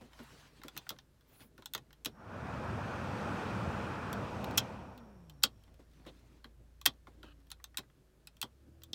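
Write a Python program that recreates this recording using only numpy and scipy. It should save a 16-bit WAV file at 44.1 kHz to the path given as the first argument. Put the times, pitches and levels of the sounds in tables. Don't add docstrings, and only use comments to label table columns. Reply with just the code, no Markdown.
import sys
import numpy as np
from scipy import signal
from scipy.fft import rfft, irfft, next_fast_len
from scipy.io import wavfile
from scipy.ndimage import uniform_filter1d, map_coordinates

SR = 44100
rng = np.random.default_rng(int(sys.argv[2]) if len(sys.argv) > 2 else 0)


def wav_record(signal):
    frames = np.transpose(np.atleast_2d(signal))
    bounded = np.clip(frames, -1, 1)
    quanta = np.round(bounded * 32767).astype(np.int16)
    wavfile.write(sys.argv[1], SR, quanta)


def field_ratio(decibels):
    return 10 ** (np.asarray(decibels, dtype=float) / 20)


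N = 394254
T = np.arange(N) / SR


def unit(x):
    return x / np.sqrt(np.mean(x ** 2) + 1e-20)


def along(points, hz):
    point_hz, value = np.transpose(points)
    return np.interp(np.log(hz + 1), np.log(point_hz + 1), value)


def curves(rows):
    seconds, *columns = np.transpose(rows)
    return [np.interp(T, seconds, column) for column in columns]


def wobble(rate):
    points = rng.standard_normal(int(N * rate / SR) + 4)
    return map_coordinates(points, [T * rate])


def stroke(start, end):
    return np.abs(np.sin(np.pi * np.clip((T - start) / (end - start), 0, 1)))


def noise(spectrum, patchy_db, length=N):
    z = signal.stft(rng.standard_normal(length + 1024), nperseg=512)[2]
    patches = uniform_filter1d(rng.standard_normal(z.shape), size=5, axis=0)
    patches = uniform_filter1d(patches, size=10, axis=1)
    x = signal.istft(z * field_ratio(patchy_db * unit(patches)), nperseg=512)[1]
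    gain = field_ratio(along(spectrum, np.fft.rfftfreq(len(x), 1 / SR)))
    return unit(irfft(rfft(x) * gain, len(x))[:length])


def band(hz, width_hz):
    return [(hz / 4, -120), (hz - 1.5 * width_hz, -30), (hz - width_hz / 2, -3), (hz, 0),
            (hz + width_hz / 2, -3), (hz + 2.5 * width_hz, -40), (hz * 3, -120)]


def tone(hz, unsteady):
    phase = 2 * np.pi * np.cumsum(hz) / SR
    return np.sqrt(2) * np.sin(phase + unsteady * wobble(4.2))


def through(x, modes):
    m = next_fast_len(len(x) + 4096)
    f = np.fft.rfftfreq(m, 1 / SR)
    bank = 0
    for k, (hz, width_hz, db) in enumerate(modes):
        resonance = 1j * f * width_hz / (hz * hz - f * f + 1j * f * width_hz)
        bank = bank + (-1) ** k * field_ratio(db) * resonance
    return irfft(rfft(x, m) * bank, m)[:len(x)]


def struck(modes, t, rattle_s):
    grit = rng.standard_normal(len(t)) * field_ratio(-60 * t / rattle_s)
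    x = through(grit, modes)
    return x / np.sqrt(2 * uniform_filter1d(x ** 2, size=24).max())


# frequency in Hz, relative level in dB per Hz.
FLOOR_COLOUR = [(15, -30), (25, -7.5), (68, -3), (177, -7), (245, -11), (358, -11), (422, -16), (617, -14),
                (706, -22.5), (1730, -22.5), (1930, -26.5), (15200, -35), (16500, -47.5)]


def quiet_floor():
    return field_ratio(-71) * noise(FLOOR_COLOUR, patchy_db=.7)


# time in seconds, firing rate in Hz, level in dB.
ENGINE_RUN = [(0, 28, -67.5), (1, 27.6, -72), (2, 27.4, -67), (4.9, 29.5, -64), (5.2, 31.8, -64),
              (5.4, 28.57, -62), (6.2, 28.05, -63), (7.3, 28.13, -60.5), (7.7, 28.4, -63.5),
              (8.0, 27.36, -73), (8.37, 28, -67.5), (8.55, 32.9, -65.5), (8.77, 38.6, -59.5),
              (8.94, 41.8, -62.5)]
# multiple of the firing rate, level in dB over the engine's level.
ENGINE_ORDERS = [(1, -17), (2, -0.5), (3, -11)]
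# start in seconds, end in seconds, starting pitch in Hz, glide in Hz per second, peak level in dB.
FAINT_HUM = [(7.1, 7.55, 331, -170, -72), (7.971, 8.215, 371, -3.5, -77), (8.549, 9.3, 332.3, -0.5, -69.5)]


def engine():
    firing_hz, level_db = curves(ENGINE_RUN)
    orders = 0
    for multiple, db in ENGINE_ORDERS:
        flutter = field_ratio(db + 1.6 * wobble(6.1))
        orders = orders + flutter * tone(multiple * firing_hz, unsteady=0.64 * multiple)
    hum = 0
    for start, end, hz, glide, db in FAINT_HUM:
        pitch_hz = hz + glide * (T - start)
        hum = hum + field_ratio(db) * stroke(start, end) ** 0.61 * tone(pitch_hz, unsteady=.15)
    boom = field_ratio(-76.5) * noise(band(140, 15), patchy_db=2)
    return field_ratio(level_db) * orders + hum + boom


def rotor():
    on_s, off_s = 2.05, 4.59
    spin_up_s, coasting_s = .19, .69
    rise = 1 - np.exp(-np.clip(T - on_s, 0, off_s - on_s) / spin_up_s)
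    return rise * np.exp(-np.maximum(T - off_s, 0) / coasting_s)


# frequency in Hz, relative level in dB per Hz.
AIR_RUMBLE = [(24, -40), (40, -19.5), (69, -1), (102, 5), (162, -0.5), (200, 2), (242, -6), (400, -11),
              (520, -34), (880, -120)]
AIR_RUSH = [(140, -27), (230, -1.5), (301, -6.5), (348, -5), (410, -6), (492, -2), (639, -4), (782, -4.5),
            (912, -3), (966, -5), (1450, -5.5), (2110, -21.5), (2300, -20), (2990, -45.5), (5060, -120)]
AIR_HISS = [(1120, -29.5), (1900, -0.5), (2100, -7), (2470, 2), (2800, -4), (3480, -8), (3850, -11),
            (5680, -14.5), (7510, -20.5), (8220, -21.5), (8680, -23.5), (10000, -26.5), (15100, -34),
            (16100, -35.5), (16500, -62.5)]
# time in seconds, swing in dB (each layer takes its own share of it).
VENT_NEARNESS = [(2.3, -1), (2.8, -0.5), (3.4, 2), (3.85, .5), (4.0, -1), (4.55, -0.1)]
# whine pitch in Hz, level in dB.
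WHINE_LOUDNESS = [(50, -95), (62, -82), (108, -66), (156, -60.5), (241, -61.5), (372, -89)]


def blower():
    speed, near_db = rotor(), curves(VENT_NEARNESS)[0]

    def layer(full_db, power, near_share):
        return field_ratio(full_db + near_share * near_db) * speed ** power

    gust = wobble(2.7)
    rumble_gust = field_ratio(0.51 * gust + 1.5 * wobble(14))
    air = layer(-42, 3.1, .8) * rumble_gust * noise(AIR_RUMBLE, patchy_db=0.5)

    rush = noise(AIR_RUSH, patchy_db=1.1)
    upper_rush = signal.sosfiltfilt(signal.butter(6, 1040, "high", fs=SR, output="sos"), rush)
    turned = np.clip((T - 4.2) * 10, 0, 1)
    rush = rush - .4 * turned * upper_rush
    air += layer(-41.5, 3.07, .7) * field_ratio(0.52 * gust) * rush

    hiss_level = layer(-54.5, 3.8, 1.4)
    air += hiss_level * field_ratio(.4 * gust) * noise(AIR_HISS, patchy_db=0.97)
    air += layer(-56.5, 6, 2) * noise(band(199, 14), patchy_db=0.5)
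    air += hiss_level * field_ratio(-27.5) * noise(band(8200, 300), patchy_db=0.54)

    halt_s, fade_s = 6.1, .7
    halting = np.clip((halt_s - T) / fade_s, 0, 1)
    brush = layer(-82, .25, .3) * halting * noise(band(5550, 300), patchy_db=1.4)

    whine_hz = 436 * speed
    whine = tone(whine_hz, unsteady=.3) + field_ratio(-14) * tone(2 * whine_hz, unsteady=.6)
    return air + brush + field_ratio(along(WHINE_LOUDNESS, whine_hz) + 4 * wobble(13)) * whine


# frequency in Hz, relative level in dB per Hz.
SKIN_RUB = [(53, -32), (90, -2.5), (129, 4), (199, -4.5), (258, 0.5), (661, -11.5), (1200, -29),
            (1560, -39.5), (2640, -120)]
SLEEVE_RUSTLE = [(410, -21.5), (700, -4), (946, 1), (1520, -3.5), (1970, -3), (4430, -6), (15200, -22.5),
                 (16000, -20.5)]
# start in seconds, end in seconds, peak rub level in dB, rustle over rub in dB.
HAND_STROKES = [(-.15, 0.16, -67, -6), (-0.01, .66, -66.5, 4), (0.485, 1.082, -69, 1),
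                (1.218, 1.494, -78, 7), (1.386, 1.457, -65.5, -3), (1.478, 2.2, -73.5, -16),
                (5.4, 5.9, -73, -10.5), (5.73, 6.584, -70, -5), (6.949, 7.49, -73.5, -9),
                (8.3, 9.399, -78, -19.5)]
# start in seconds, end in seconds, middle frequency in Hz, width in Hz, level in dB.
FINGER_WHISPERS = [(1.26, 1.5, 14400, 2100, -70), (1.3, 1.495, 10140, 1300, -72),
                   (0.225, 0.25, 11600, 4500, -68), (6.06, 6.11, 3130, 1500, -60)]
# frequency in Hz, width in Hz, level in dB.
SHAFT_MODES = [(1270, 250, -1), (1740, 200, -2), (2550, 250, -3), (3020, 300, 0), (4200, 600, -10)]
# frequency in Hz, width in Hz, level in dB.
PANEL_KNOCK = [(790, 130, -7.5), (1106, 170, -2), (1430, 180, 0), (1934, 400, -6)]


def hand():
    rub, rustle = field_ratio(-75.5), field_ratio(-89.5)
    for start, end, db, over_db in HAND_STROKES:
        rub = rub + field_ratio(db) * stroke(start, end) ** 1.3
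        rustle = rustle + field_ratio(db + over_db) * stroke(start, end) ** 1.7
    out = rub * field_ratio(2.5 * wobble(25)) * noise(SKIN_RUB, patchy_db=3.5)
    out += rustle * field_ratio(1.8 * wobble(40)) * noise(SLEEVE_RUSTLE, patchy_db=2.26)

    catches = (rng.random(N) < 160 / SR) * rng.standard_normal(N)
    grip = signal.lfilter([1], [1, -np.exp(-1 / (.004 * SR))], catches)
    grit = grip * rng.standard_normal(N)
    out += rustle * field_ratio(-9) * unit(through(grit, PANEL_KNOCK))

    for start, end, hz, width_hz, db in FINGER_WHISPERS:
        out += field_ratio(db + 2 * wobble(60)) * stroke(start, end) * noise(band(hz, width_hz), patchy_db=2)

    creak_start_s, creak_end_s, slips_per_s, creak_db = 7.2, 7.335, 900, -64
    slips = (rng.random(N) < slips_per_s / SR) * rng.standard_normal(N)
    creak = unit(through(slips + 0.17 * rng.standard_normal(N), SHAFT_MODES))
    gripped = T > 7.231
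    return out + field_ratio(creak_db) * stroke(creak_start_s, creak_end_s) ** .5 * gripped * creak


# frequency in Hz, time to die by 60 dB in seconds.
CABIN_ECHO = [(300, 0.19), (1500, 0.062), (4000, .075), (12000, 0.041)]


def cabin(x):
    hz, t, z = signal.stft(rng.standard_normal(SR // 6), SR, nperseg=128)
    decay = field_ratio(-60 * t / along(CABIN_ECHO, hz)[:, None])
    tail = signal.istft(z * decay, SR, nperseg=128)[1]
    return signal.fftconvolve(x, tail / np.linalg.norm(tail))[:len(x)]


# frequency in Hz, width in Hz, level in dB.
KNOB_RING = [(2556, 230, -8), (3205, 210, -1), (3530, 240, -1), (4000, 450, -2.5), (4550, 910, -8),
             (5460, 1000, -10)]
SPRING_SNAP = [(6480, 3700, -1.5), (8600, 2200, 1), (9800, 1000, -0.5), (12130, 1300, 1.5),
               (15400, 2200, -2)]
DASHBOARD_THUD = [(122, 35, -4), (227, 25, 0), (292, 47, -3), (374, 67, -5), (507, 250, -8)]
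# time in seconds, level of the knob's ring in dB,
# panel knock over ring in dB (high means a soft, blunt contact).
DETENT_SNAPS = [(.635, -45.5, 3.5), (.682, -41.5, -1.5), (.7658, -42, 3), (0.7758, -33.5, -18.5),
                (0.8919, -31, -13), (.904, -36.5, 2), (1.209, -65, 1), (1.405, -57.5, 4), (1.579, -57, 6.5),
                (1.658, -37, -10), (1.736, -33, -13), (1.749, -28.5, -2.5), (1.778, -45.5, -3),
                (1.929, -54.5, -4), (2.048, -33, -11), (2.0577, -27.5, -8.5), (4.129, -39, -17),
                (4.443, -39, -9), (4.51, -48.5, 5.5), (4.575, -28.5, -24.5), (4.578, -18, -6.5),
                (4.582, -22, -20), (4.977, -52, -10), (5.297, -49, -9.5), (5.4329, -29.5, -19.5),
                (5.436, -13, -12), (5.637, -62, -8), (5.742, -66, -13), (6.814, -45.5, -5.5),
                (6.8559, -25, -6.5), (6.86, -15.5, -5.5), (6.862, -17.5, -13), (7.503, -47.5, -9),
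                (7.516, -38.5, -6.5), (7.641, -40.5, -9.5), (7.772, -28, -12), (7.782, -35.5, -3.5),
                (7.79, -43, -4), (8.272, -43.5, -9.5), (8.368, -58, -7), (8.415, -30.5, -16.5),
                (8.4271, -30, -2.5), (8.835, -45, -12.5)]
# time in seconds, level of the knob's ring in dB, panel knock over ring in dB.
FINGER_TAPS = [(.132, -53, 1), (.19, -55, 7), (.616, -54, 3.5), (0.867, -65, 19), (.963, -65, 7),
               (.987, -48, -5), (1.622, -49, -0.5), (1.906, -60, 5), (5.424, -49, 0), (5.678, -67.5, 7.5),
               (5.803, -72, 1), (6.05, -65, 8), (6.065, -56, 5), (6.443, -46, 1.5), (7.07, -56.5, 10.5),
               (7.23, -47, 1.5), (7.412, -74, 5), (7.599, -69.5, 12.5), (7.744, -61.5, 10),
               (7.833, -71.5, 13), (7.899, -67, 5), (8.819, -56, -4), (8.9315, -30, -22.5)]
# time in seconds, level in dB before the swell-in.
DASHBOARD_THUDS = [(.008, -41.5), (.19, -39.5), (0.643, -38), (.905, -40.5), (1.44, -51.5), (1.581, -47),
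                   (1.749, -39), (2.055, -35.5), (5.438, -31.5), (5.79, -48), (6.061, -40), (6.445, -46.5),
                   (6.862, -34), (7.072, -48), (7.233, -45), (7.783, -39), (8.429, -39), (8.93, -36.5)]


def knob():
    out, t = np.zeros(N + SR), np.arange(SR // 5) / SR

    start_s, end_s, tick_db, scatter_db = 5.55, 7.9, -68, 2.5
    ticks = []
    for u, v in rng.random((7, 2)):
        ticks.append((start_s + (end_s - start_s) * u, tick_db + scatter_db * (2 * v - 1), -4))

    contacts = []
    for s, db, soft_db in [*DETENT_SNAPS, *ticks]:
        contacts.append((s, db, soft_db, -1 - .2 * soft_db))
    for s, db, soft_db in FINGER_TAPS:
        contacts.append((s, db, soft_db, -11.5))

    for s, db, soft_db, snap_db in contacts:
        blow = struck(KNOB_RING, t, rattle_s=0.015)
        blow = blow + field_ratio(soft_db) * struck(PANEL_KNOCK, t, rattle_s=0.023)
        blow = blow + field_ratio(snap_db) * struck(SPRING_SNAP, t, rattle_s=0.0069)
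        blow = field_ratio(db) * blow
        out[round(s * SR):][:len(t)] += blow + field_ratio(-4.5) * cabin(blow)

    for s, db in DASHBOARD_THUDS:
        swell = 1 - np.exp(-t / 0.0043)
        out[round(s * SR):][:len(t)] += field_ratio(db) * swell * struck(DASHBOARD_THUD, t, rattle_s=0.14)
    return out[:N]


def scene():
    return (blower() + engine() + hand() + knob() + quiet_floor())[None]


def low_pass(x):
    return signal.sosfilt(signal.butter(12, 16970, fs=SR, output="sos"), x)


def record(dry):
    band_limit = signal.butter(12, 16700, fs=SR, output="sos")
    mix = signal.sosfiltfilt(band_limit, dry)
    return low_pass(mix)


dry = scene()
out = record(dry)
wav_record(out)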